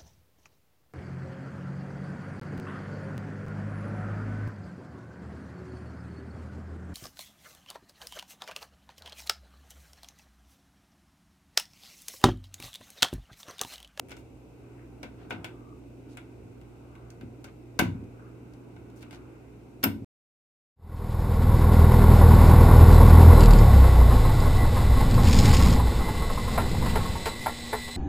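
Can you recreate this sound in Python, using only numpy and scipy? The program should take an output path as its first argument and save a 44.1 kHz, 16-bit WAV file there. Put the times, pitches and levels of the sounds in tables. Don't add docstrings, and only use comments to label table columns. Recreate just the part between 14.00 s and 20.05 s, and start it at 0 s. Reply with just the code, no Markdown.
import sys
import numpy as np
from scipy import signal
from scipy.fft import rfft, irfft, next_fast_len
from scipy.io import wavfile
from scipy.ndimage import uniform_filter1d

SR = 44100
rng = np.random.default_rng(int(sys.argv[2]) if len(sys.argv) > 2 else 0)


def dump_mix(stems):
    frames = np.atleast_2d(stems).T
    limited = np.clip(frames, -1, 1)
    pcm = np.round(limited * 32767).astype(np.int16)
    wavfile.write(sys.argv[1], SR, pcm)


def ratio_of_db(decibels):
    return 10 ** (np.asarray(decibels, float) / 20)


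N = 266628

# frequency in [Hz], correlation [0-1].
PORT_LIKENESS = [(60, 0.92), (130, 0.84), (290, 0.78), (640, 0.41), (1400, 0.055), (4000, 0.021)]
# time in [s], level in [dB].
MOTOR_LOAD = [(0, 0), (.45, -3), (1.1, 1), (2.45, .5), (2.75, -1.5), (3.8, 1), (4.8, 2), (5.6, -1.5),
              (6.05, 3)]
# frequency in [Hz], level in [dB], time to fall 60 dB in [s].
CABINET_MODES = [(104, -5, .5), (168, -8, .4), (195, -9, .35), (232, -6, .3), (264, 0, .22), (328, -5, .2),
                 (395, -14, .2), (484, -14, .2), (560, -12, .17)]


def at(table, hz):
    f, v = np.transpose(table)
    return np.interp(np.log(np.maximum(hz, 1)), np.log(f), v)


def band(x, hz, octaves):
    size = next_fast_len(x.shape[-1])
    f = np.fft.rfftfreq(size, 1 / SR) + 1
    bell = np.exp(-.5 * (np.log2(f / hz) / octaves) ** 2)
    return irfft(rfft(x, size) * bell, size)[..., :x.shape[-1]]


def peak_one(x):
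    return x / np.abs(x).max()


def fall(t, t60):
    return np.exp(-np.log(1000) * t / t60)


def walk(rate):
    k = int(SR / rate)
    steps = np.repeat(rng.standard_normal(N // k + 1), k)
    return 1.67 * uniform_filter1d(uniform_filter1d(steps, k), k)[:N]


def two_ports(mid, side, hz):
    like = np.clip(at(PORT_LIKENESS, hz), 0, 1)
    return np.sqrt(1 + like) * mid + np.sqrt(1 - like) * side * np.array([[1], [-1]])


def add(out, s, sound, left_db, lag):
    for channel, (db, late) in enumerate([(left_db / 2, 0), (-left_db / 2, lag)]):
        i = int(s * SR) + late
        piece = np.atleast_2d(sound)[-channel, :N - i]
        out[channel, i:i + len(piece)] += ratio_of_db(db) * piece


def ring(modes, scatter_db, damp=0.84):
    hz, db, t60 = np.transpose(modes)[:, :, None]
    level_chance, pitch_chance = rng.standard_normal((2, len(modes), 1))
    t = np.arange(SR // 2) / SR
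    tones = np.sin(2 * np.pi * hz * (1 + 0.0061 * pitch_chance) * t)
    return (ratio_of_db(db + scatter_db * level_chance) * fall(t, damp * t60) * tones).sum(axis=0)


def crowd(peaks, t60, valley_db, shock, shock_s):
    t = np.arange(SR // 3) / SR
    f = np.fft.rfftfreq(len(t), 1 / SR) + 1
    colour = sum(ratio_of_db(db) / np.sqrt(1 + ((f - hz) / (width / 2)) ** 4) for hz, width, db in peaks)
    colour = colour + ratio_of_db(valley_db) * np.exp(-np.log2(f / peaks[2][0]) ** 2 / 3.4)
    mid, side = rfft(rng.standard_normal((2, len(t)))) * colour
    noise = irfft(two_ports(mid, side, f), len(t))
    envelope = fall(t, t60) + shock * np.exp(-t / shock_s)
    return noise * envelope * (1 - np.exp(-t / 0.00042))


def fan():
    # frequency in [Hz], level in [dB per Hz].
    air_colour = [(20, -49), (55, -10), (90, -12), (200, -14.5), (285, -4.5), (450, -13), (560, -20.5),
                  (900, -24.5), (1150, -29.5), (1520, -28.5), (1750, -40), (2100, -34.5), (2600, -32),
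                  (3300, -48.5)]
    # frequency in [Hz], level in [dB per Hz], same scale.
    hiss_colour = [(1000, -57), (3500, -46), (8600, -46.5), (9400, -50.5), (15000, -52), (16000, -65)]
    # middle in [s], half-length in [s], rise in [dB].
    gusts = [(.72, .1, 6), (1.35, .28, 11), (2.14, .12, 4), (3.05, .33, 7), (3.92, .1, 9), (4.3, .35, 4),
             (5.2, .4, 9)]
    f = np.fft.rfftfreq(N, 1 / SR)
    colour = np.hypot(ratio_of_db(at(air_colour, f)) * (f < 4000), ratio_of_db(at(hiss_colour, f)))
    mid, side = rfft(rng.standard_normal((2, N))) * colour
    air = irfft(two_ports(mid, side, f), N)
    air = air * ratio_of_db(-50.5) / air.std()
    t = np.arange(N) / SR
    rush = -4.5 + sum(db * np.exp(-((t - s) / half) ** 2) for s, half, db in gusts)
    rumble = np.interp(t, *np.transpose(MOTOR_LOAD))
    out = 0
    for hz in 22 * 2 ** np.arange(0, 10, .5):
        rush_share = np.exp(-(np.log2(hz / 1350) / 0.53) ** 2)
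        rumble_share = np.exp(-np.log2(hz / 300) ** 2)
        drift = rush * rush_share + rumble * rumble_share
        left_db = 0.8 * np.log2(hz / 900) * np.array([[.5], [-.5]])
        flicker = 0.81 * walk(6) * min(1500 / hz, 1)
        out = out + band(air, hz, 0.22) * ratio_of_db(drift + left_db + flicker)
    return out


def hum():
    # frequency in [Hz], level in [dB rms].
    mains = [(59.6, -57), (119.5, -52.5), (179.5, -70)]
    t = np.arange(N) / SR
    lines = 0
    for hz, db in mains:
        lines = lines + ratio_of_db(db + 2 + 1.0 * walk(6)) * np.sin(2 * np.pi * hz * t + 0.75 * walk(5))
    load_db = 0.6 * np.interp(t, *np.transpose(MOTOR_LOAD))
    return lines * ratio_of_db(load_db) * ratio_of_db(np.array([[-.9], [.9]]))


def touches():
    # start in [s], crack in [dB],
    # bracket in [dB above crack], crack centre in [Hz].
    ticks = [(0.085, -48, -6, 10800), (0.0941, -46, -5, 10100), (0.1062, -42, -6, 6000),
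             (0.1162, -37.5, -1, 4990), (0.167, -42.5, -6, 6100), (1.4441, -28.5, -3, 3030),
             (2.171, -38.5, 1, 8400), (2.9527, -54, 5.5, 3320), (3.1029, -44, -15, 5730),
             (4.5356, -50.5, -13, 4690), (5.0274, -45, 0, 3140), (5.1086, -42, -3.5, 3600)]
    # start in [s], crack in [dB],
    # bracket in [dB above crack], cabinet in [dB above crack], crack centre in [Hz].
    taps = [(0.1276, -49, -0.5, 8.5, 5040), (1.0301, -35, 0, 0, 4990), (1.3065, -39.5, 13, 2, 1300),
            (1.326, -44, 7, 11, 3280), (2.613, -54, -2, 12, 3130), (3.2106, -48, 4, 4, 3560),
            (3.4422, -39.5, -1, 2, 5800), (4.7636, -57, 6, 12, 3620), (4.9, -56, -6, 12, 3310),
            (5.1274, -45, 2.5, 5, 4590)]
    # start in [s], crack in [dB],
    # bracket in [dB above crack], cabinet in [dB above crack], crack centre in [Hz].
    hard_snaps = [
        (3.7903, -12.5, -6, -9, 5300),
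        (3.7941, -16, 1.5, 0, 12000),
        (5.8347, -32, 8, 5, 3600),
        (5.8390, -18, 0, -3, 3000),
    ]
    # frequency in [Hz], width in [Hz], level in [dB].
    bracket_peaks = [(550, 123, -0.5), (730, 78, 3), (953, 136, -3.5), (1415, 120, -1), (1513, 82, 3.5),
                     (2218, 255, -2), (2694, 370, -6), (3550, 420, -14.5)]
    touch_ms, snap_ms = 1.9, 2.9
    light = [(s, db, bracket_db, -15, hz) for s, db, bracket_db, hz in ticks]
    thin_peaks = [(hz, width, db + 3 * np.log2(hz / 2000)) for hz, width, db in bracket_peaks]
    out = np.zeros((2, N))
    t = np.arange(SR // 4) / SR
    rattle = ratio_of_db(-13.5) * fall(t, 0.12)
    kinds = ((touch_ms, thin_peaks, light), (touch_ms, bracket_peaks, taps),
             (snap_ms, bracket_peaks, hard_snaps))
    for ms, peaks, rows in kinds:
        contact = np.exp(-t / (ms / 1000))
        for s, db, bracket_db, cabinet_db, hz in rows:
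            grit = rng.standard_normal((2, len(t))) * (contact + rattle) * (1 - np.exp(-t / 0.00046))
            crack = .5 * band(grit, 3450, 1.45) + 0.47 * band(grit, hz, 0.32)
            add(out, s, ratio_of_db(db) * peak_one(crack), left_db=2.4, lag=4)
            bracket = crowd(peaks, t60=0.19, valley_db=-13, shock=.8, shock_s=0.007)
            add(out, s, ratio_of_db(db + bracket_db + 2.5) * peak_one(bracket), left_db=2.5, lag=4)
            push = np.hanning(int(.004 * SR))
            cabinet = signal.convolve(push, ring(CABINET_MODES, scatter_db=1.5))
            add(out, s + 0.0025, ratio_of_db(db + cabinet_db - 3) * peak_one(cabinet), left_db=5.0, lag=3)
    return out


def scrapes():
    # start in [s], length in [s], level in [dB], centre in [Hz], width in [octaves].
    slides = [(0.089, .05, -54, 2300, .5), (.17, .06, -67, 5030, 1.7), (0.741, 0.14, -66, 1700, 0.36),
              (1.16, 0.12, -63.5, 1500, 1.03), (1.296, 0.016, -53.5, 6000, 0.99),
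              (1.46, 0.36, -61, 1180, .1), (2.073, 0.096, -66, 3980, 0.96), (3.455, .055, -57, 1050, 1.0),
              (4.118, .25, -60.5, 1320, 0.22), (4.948, 0.064, -64.5, 6000, 1.1),
              (5.003, 0.04, -57, 3000, 1.3), (2.8, .35, -66, 1080, .2), (1.2, .09, -56, 730, .08),
              (5.11, .07, -58, 2800, 1.1), (5.827, .016, -34, 2600, 1.2)]
    out = np.zeros((2, N))
    for s, length, db, hz, octaves in slides:
        count = int(length * SR)
        slips = ratio_of_db(3 * rng.exponential(size=count // 40 + 1)).repeat(40)[:count]
        grit = band(rng.standard_normal((2, count)) * slips, hz, octaves)
        swell = np.hanning(count) ** 0.62
        add(out, s, ratio_of_db(db) * grit / grit.std() * swell, left_db=2, lag=0)
    return out


def room(x):
    # frequency in [Hz], time to fall 60 dB in [s].
    room_t60 = [(100, 0.57), (500, 0.31), (2000, 0.25), (6000, 0.27), (14000, 0.17)]
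    t = np.arange(int(.6 * SR)) / SR
    tail = 0
    for hz in 60 * 2 ** np.arange(9.):
        mid, side = band(rng.standard_normal((2, len(t))), hz, 0.4)
        tail = tail + two_ports(mid, side, hz) * fall(t, at(room_t60, hz))
    tail = tail * (1 - np.exp(-t / 0.0037)) / np.sqrt(SR * 0.015)
    return ratio_of_db(-10.5) * signal.fftconvolve(x[None], tail)[:, :N]


def thuds():
    # start in [s], thud in [dB], favoured mode in [Hz].
    pushes = [(1.046, -36, 480), (1.058, -38, 200), (1.169, -41, 124), (1.325, -28, 400), (1.344, -30, 330),
              (1.384, -31, 150), (2.438, -39, 118), (3.214, -33, 420), (3.232, -31, 330), (3.243, -33, 130),
              (4.118, -44, 118), (4.775, -43, 124)]
    # start in [s],
    # thud in [dB], favoured mode in [Hz].
    rebounds = [(3.82, -9, 300), (3.853, -18, 125), (3.883, -18, 194), (3.915, -26, 150), (3.95, -27, 200),
                (3.999, -29, 125), (4.025, -30, 250), (5.856, -17, 290), (5.866, -13, 290),
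                (5.872, -22.5, 105), (5.898, -23, 280), (5.931, -26, 300), (5.959, -26, 270),
                (5.999, -32, 108), (6.02, -28, 300)]
    out = np.zeros((2, N))
    for s, db, hz in pushes + rebounds:
        push_ms = 4.0 * np.sqrt(250 / hz)
        push = -np.diff(np.hanning(int(push_ms * SR / 1000)))
        modes = []
        for f, level_db, t60 in CABINET_MODES:
            octaves_off = min(abs(np.log2(f / hz)), 1.3)
            modes.append((f, level_db - 12 * octaves_off, t60))
        thud = signal.convolve(push, ring(modes, scatter_db=1.5, damp=.35))
        add(out, s, ratio_of_db(db - 3) * peak_one(thud), left_db=1.5, lag=16)
    return out


def snaps():
    # start in [s], level in [dB], then modes, each frequency in [Hz], level in [dB],
    # time to fall 60 dB in [s].
    first_snap = (3.7925, -15, [(104, -1, .6), (187, -1, .35), (345, -2, .12), (420, 0, .14),
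                  (555, -4, .12), (720, -5, .2), (910, 3, .09), (990, 4, .1), (1409, -4, .1),
                  (2800, -9, .08)])
    # start in [s], level in [dB], then modes, each frequency in [Hz], level in [dB],
    # time to fall 60 dB in [s].
    second_snap = (5.836, -16, [(106, -6, .6), (262, 0, .4), (340, -5, .15), (395, -6, .15), (585, -9, .2),
                   (728, -9, .22), (1338, 0, .1), (1509, 6, .12), (2682, 3, .16), (3060, -2, .12)])
    out = np.zeros((2, N))
    for s, db, modes in (first_snap, second_snap):
        frame = signal.convolve(np.hanning(16), ring(modes, scatter_db=0))
        add(out, s, ratio_of_db(db) * peak_one(frame), left_db=2.5, lag=9)
    return out


def blade():
    # frequency in [Hz], width in [Hz], level in [dB].
    blade_peaks = [(5250, 550, -9), (8600, 450, -10), (11720, 370, 2.5), (13600, 584, -11),
                   (14500, 1300, -5)]
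    out = np.zeros((2, N))
    song = crowd(blade_peaks, t60=0.07, valley_db=-32, shock=4.5, shock_s=.0025)
    add(out, 5.8388, ratio_of_db(-7.5) * peak_one(song), left_db=4.0, lag=4)
    return out


def scene():
    work = touches() + scrapes() + thuds() + snaps() + blade()
    work = signal.sosfilt(signal.butter(2, 75, "high", fs=SR, output="sos"), work)
    return work + room(work.mean(axis=0)) + fan() + hum()


def top_cut(x):
    return signal.sosfilt(signal.butter(12, 16620, fs=SR, output="sos"), x)


def record(dry):
    dry = signal.sosfilt(signal.butter(3, 45, "high", fs=SR, output="sos"), dry)
    dry = signal.sosfilt(signal.butter(12, 15600, fs=SR, output="sos"), dry)
    return top_cut(dry)


dry = scene()
out = record(dry)
dump_mix(out)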